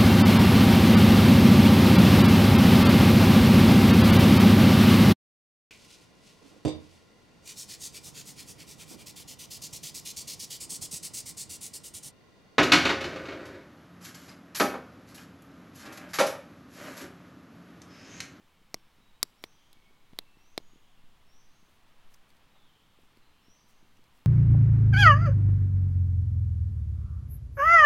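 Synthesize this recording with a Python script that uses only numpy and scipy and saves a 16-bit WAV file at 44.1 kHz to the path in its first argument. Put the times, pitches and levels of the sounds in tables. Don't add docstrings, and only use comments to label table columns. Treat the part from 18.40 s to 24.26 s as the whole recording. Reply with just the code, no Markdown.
import sys
import numpy as np
from scipy import signal
from scipy.fft import rfft, irfft
from scipy.io import wavfile
from scipy.ndimage import uniform_filter1d

SR = 44100
rng = np.random.default_rng(int(sys.argv[2]) if len(sys.argv) > 2 else 0)


def generate_wav(sig):
    pcm = np.round(np.clip(np.atleast_2d(sig).T, -1, 1) * 32767).astype(np.int16)
    wavfile.write(sys.argv[1], SR, pcm)


N = 258426
T = np.arange(N) / SR


def undb(db):
    return 10 ** (np.asarray(db) / 20)


def add(out, time_s, x):
    i = max(int(time_s * SR), 0)
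    out[i:i + len(x)] += x[:N - i]


def band(x, hz, width_hz):
    hz = min(hz, SR * .45)
    return signal.lfilter(*signal.iirpeak(hz, hz / min(width_hz, SR / 4), fs=SR), x)


def reflections(t60_s, size=2048):
    tail = rng.standard_normal(size) * np.exp(-np.log(1000) * T[:size] / t60_s)
    return tail / np.sqrt(np.sum(tail ** 2))


def wander(rate_hz):
    hold = int(SR / rate_hz)
    steps = np.repeat(rng.standard_normal(N // hold + 2), hold)
    smooth = uniform_filter1d(uniform_filter1d(steps, hold), hold)[:N]
    return smooth / smooth.std()


def swells(rows):
    return sum(undb(db) * np.exp(-2 * ((T - mid_s) / length_s) ** 2) for mid_s, length_s, db in rows)


def resonate(modes, size=2048, low_cut_hz=70):
    f = np.arange(size // 2 + 1) * SR / size
    power = sum(undb(db) ** 2 / (1 + (2 * (f - hz) / width_hz) ** 2) ** 2 for hz, width_hz, db in modes)
    low_cut = (f + 1) ** 2 / (f ** 2 + low_cut_hz ** 2)
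    cepstrum = irfft(np.log(power * low_cut) / 2)
    cepstrum[1:size // 2] *= 2
    cepstrum[size // 2 + 1:] = 0
    return irfft(np.exp(rfft(cepstrum)))


def tree_echo(x, t60_s):
    return signal.fftconvolve(x, reflections(t60_s, size=65536))[:N]


# (frequency [Hz], relative density [dB])
HUSH_SPECTRUM = [(30, -19.5), (45, -18), (75, -17), (126, -17.5), (200, -19), (370, -25), (600, -27.5),
                 (970, -24), (1200, -25), (1500, -28.5), (3200, -29), (4200, -33.5), (5740, -39),
                 (9000, -42.5), (15500, -44.5)]
def leaves(level_db=-67, breeze_db=.4, flicker_db=.25):
    hz, db = np.transpose(HUSH_SPECTRUM)
    bins_hz = np.maximum(np.arange(N // 2 + 1) * SR / N, 1)
    colour = undb(np.interp(np.log(bins_hz), np.log(hz), db))
    hush = irfft(rfft(rng.standard_normal(N)) * colour, N)
    hush /= np.sqrt(np.mean(colour ** 2 * (bins_hz > 100)))
    swell = undb(breeze_db * wander(1.5) + flicker_db * wander(6))
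    return undb(level_db) * (hush + band(hush, 1800, 4000) * (swell - 1))


# (centre [s], length [s], level [dB])
GUSTS = [(2.4, .7, -56.5), (3.68, .15, -57)]
def air(steady_db=-60):
    pressure = band(band(rng.standard_normal(N), 5, 7), 5, 7)
    return (undb(steady_db) + swells(GUSTS)) * pressure / pressure.std()


def whistles(notes, bend):
    out, waver = np.zeros(N), wander(300)
    for time_s, length_s, start_hz, end_hz, db, trill in notes:
        progress = np.linspace(0, 1, int(length_s * SR))
        glide_hz = start_hz + (end_hz - start_hz) * progress ** bend
        hz = glide_hz * (1 + trill * np.roll(waver, -int(time_s * SR))[:len(progress)])
        fade = np.sqrt(2 * np.abs(np.sin(np.pi * progress)))
        add(out, time_s, undb(db) * fade * np.sin(2 * np.pi * np.cumsum(hz) / SR))
    return out


def chorus_notes(count=40, low_hz=2450, range_hz=1500, gain_db=-81.5):
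    notes = []
    for k, (when, length, pitch, glide) in enumerate(rng.random((count, 4))):
        time_s = (k + when) / count * N / SR
        hz = low_hz + range_hz * pitch
        notes.append((time_s, .06 + .14 * length, hz, hz * (1 + .2 * glide), gain_db, .03))
    return notes


# (time [s], length [s], start [Hz], end [Hz], source level [dB], trill depth [ratio])
FAR_NOTES = [(.08, .1, 2250, 2210, -73, .004), (.28, .09, 5520, 5420, -77.5, .004),
             (.60, .11, 3790, 3850, -70.5, .004), (1.08, .28, 3150, 3250, -71.5, .05),
             (1.31, .15, 2290, 2192, -69, .005), (1.79, .13, 2698, 2660, -69.5, .003),
             (2.1, .6, 3400, 2950, -75.5, .07), (4.08, .34, 3943, 2850, -70, .025),
             (4.79, .13, 4240, 4040, -75, .025), (4.88, .25, 3100, 3150, -74.5, .08)]
def far_birds():
    under = [(time_s + .14, .11, 4700, 4860, -78, .018) for time_s, *_ in NEAR_CALLS]
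    song = whistles(FAR_NOTES + under + chorus_notes(), bend=.9)
    return undb(-6.5) * song + undb(-2) * tree_echo(song, t60_s=1.6)


# (time [s], start [Hz], upslur source level [dB], held note source level [dB])
NEAR_CALLS = [(0.953, 5350, -70.5, -80), (1.972, 5500, -73, -74), (2.855, 5290, -70, -76.5),
              (5.016, 5280, -68.5, -80)]
def nearer_bird(rise_s=.175, pause_s=.05, hold_s=.13, rise_ratio=1.215, end_ratio=1.22, trill=.012):
    notes = []
    for time_s, hz, rise_db, hold_db in NEAR_CALLS:
        top_hz = hz * rise_ratio
        notes.append((time_s, rise_s, hz, top_hz, rise_db, trill))
        notes.append((time_s + rise_s + pause_s, hold_s, top_hz, hz * end_ratio, hold_db, trill))
    song = whistles(notes, bend=1.3)
    return undb(-6) * song + undb(-1) * tree_echo(song, t60_s=1.1)


# (centre [s], length [s], level [dB])
SLEEVE_SLIDES = [(3.62, 0.31, -75), (4.05, 0.24, -75), (4.165, 0.017, -68)]
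def sleeve():
    cloth = band(band(rng.standard_normal(N), 750, 1000), 750, 1600) * undb(2 * wander(40))
    return swells(SLEEVE_SLIDES) * cloth / cloth.std()


# (centre [s], length [s], level [dB])
BARK_SLIDES = [(3.32, .12, -79.5), (3.71, .05, -78), (3.744, .004, -63), (3.90, .015, -76),
               (4.629, .05, -78), (5.302, .04, -72), (5.77, .06, -76)]
# (centre [s], length [s], level [dB])
CRACK_HISS = [(1.04, .022, -65)]
def bark_and_hiss(rub_s=.035, rub_re_tick_db=-48):
    rubs = [(time_s, rub_s, db + rub_re_tick_db) for time_s, db, _ in TWIG_TICKS]
    grain = band(rng.standard_normal(N) * undb(3 * wander(900)), 8500, SR / 4)
    return swells(BARK_SLIDES + rubs + CRACK_HISS) * grain / grain.std()


# (time [s], gain [dB], pitch [Hz])
FLAME_PUFFS = [(.345, -11, 139), (.586, -21, 240), (1.372, -19, 210), (1.51, -21, 300), (1.733, -6, 190),
               (1.972, -18, 260), (2.335, -16, 250), (2.360, -15.5, 272), (3.229, -19, 227),
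               (4.59, -20, 320), (4.635, -20.5, 230), (4.774, -17.5, 290), (5.084, -16, 250),
               (5.430, -16.5, 250), (5.594, -18.5, 260)]
def flames(flutter_count=80, lead_s=.005, flare_delay_s=.011, flare_re_crack_db=-22, flare_hz=290):
    flares = [(time_s + flare_delay_s, db + flare_re_crack_db, flare_hz)
              for time_s, db, *_ in STICK_CRACKS]
    flutter = [(when * N / SR, -37 + 15 * strength ** 2, 150 + 130 * pitch)
               for when, strength, pitch in rng.random((flutter_count, 3))]
    out, t = np.zeros(N), T[:1024] - lead_s
    for time_s, db, hz in FLAME_PUFFS + flares + flutter:
        flap = -np.pi * hz / SR * np.sin(2 * np.pi * hz * t) * np.exp(-(2.2 * hz * t) ** 2)
        add(out, time_s - lead_s, undb(db) * flap)
    return out


# (part, base frequency [Hz], width [Hz], base level [dB])
STICK_MODES = [("thud", 370, 340, 1), ("hollow", 670, 300, -1), ("knock", 1120, 560, -4.5),
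               ("knock", 2120, 680, -3), ("ring", 3570, 850, -1.5), ("ring", 4250, 1000, 1),
               ("ring", 5140, 1075, -5), ("splinter", 5370, 900, -14), ("splinter", 7600, 1900, -12),
               ("splinter", 9600, 1400, -14), ("splinter", 11300, 6000, -11.5),
               ("splinter", 13200, 2000, -17.5)]
def stick(pitch, thud_db, hollow_db, knock_db, splinter_db, tilt_db_oct, scatter_db):
    part_db = {"thud": thud_db, "hollow": hollow_db, "knock": knock_db, "ring": 0, "splinter": splinter_db}
    modes = []
    for part, hz, width_hz, db in STICK_MODES:
        if part == "splinter":
            db += tilt_db_oct * np.log2(hz / 9000)
        modes.append((hz * pitch if part == "ring" else hz, width_hz, db + part_db[part]))
    snap = resonate(modes)
    for hz, width_hz in [(600, 1500), (4200 * pitch, 4500), (8000, 1200), (12000, 1200)]:
        snap = snap - 2 * band(snap, hz, width_hz)
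    stones = band(reflections(t60_s=.014), 6500, 10000)
    scattered = signal.fftconvolve(snap, stones)[:len(snap)]
    return (snap + undb(scatter_db) * scattered) / np.hypot(1, undb(scatter_db) / 2)


# (time [s], gain [dB], ring pitch [ratio])
TWIG_TICKS = [(3.7412, -33.5, 1.45), (3.7445, -33, 1.35), (3.9042, -34.5, 1.1), (3.968, -37.5, 1.07),
              (4.7712, -36.5, 1), (5.5704, -38, 1.4), (5.6406, -37, 1.11)]
def twig():
    out = np.zeros(N)
    for time_s, db, pitch in TWIG_TICKS:
        tick = stick(pitch, thud_db=-6, hollow_db=-12, knock_db=2,
                     splinter_db=-2.5, tilt_db_oct=10, scatter_db=0)
        add(out, time_s, undb(db) * tick)
    return out


# (time [s], gain [dB], ring pitch [ratio], thud [dB], hollow [dB], knock [dB],
# splinter [dB], splinter tilt [dB/octave], scatter [dB])
STICK_CRACKS = [(0.3432, 2, 1.2, 0, 4.5, -2.5, -3, -2.5, -4),
                (0.8293, 9.4, 1.08, -7, -7.5, -1.3, 6.6, -7, -6.5),
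                (1.0393, -4.7, 0.98, 4.5, 2.5, 4.2, -4.5, 6, -2),
                (1.3300, -22.5, .96, -4, -10, -6, 0.5, 3, -5), (1.734, -32, .82, 11.5, 12, 7, -8, -3, -5.5),
                (1.7885, 1.7, 0.97, -2.8, -3.7, -1.5, -6.5, 15, -4.5),
                (2.1780, 3, .98, 6.5, 6, .7, -6.3, -8, -5)]
def cracks():
    snaps = np.zeros(N)
    for time_s, db, *colour in STICK_CRACKS:
        add(snaps, time_s, undb(db) * stick(*colour))
    return snaps + undb(-38.5) * tree_echo(snaps, t60_s=.64)


def scene():
    close = cracks() + twig() + bark_and_hiss() + sleeve() + flames()
    mono = close + nearer_bird() + far_birds() + leaves() + air()
    side = undb(-36) * signal.fftconvolve(mono, reflections(t60_s=.03))[:N]
    return np.array([mono + side, mono - side])


def record(dry, hiss_db=-85, top_hz=16000):
    hiss = undb(hiss_db) * rng.standard_normal(dry.shape)
    return signal.sosfilt(signal.ellip(8, .2, 70, top_hz, fs=SR, output="sos"), dry + hiss)


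dry = scene()
out = record(dry)
generate_wav(out)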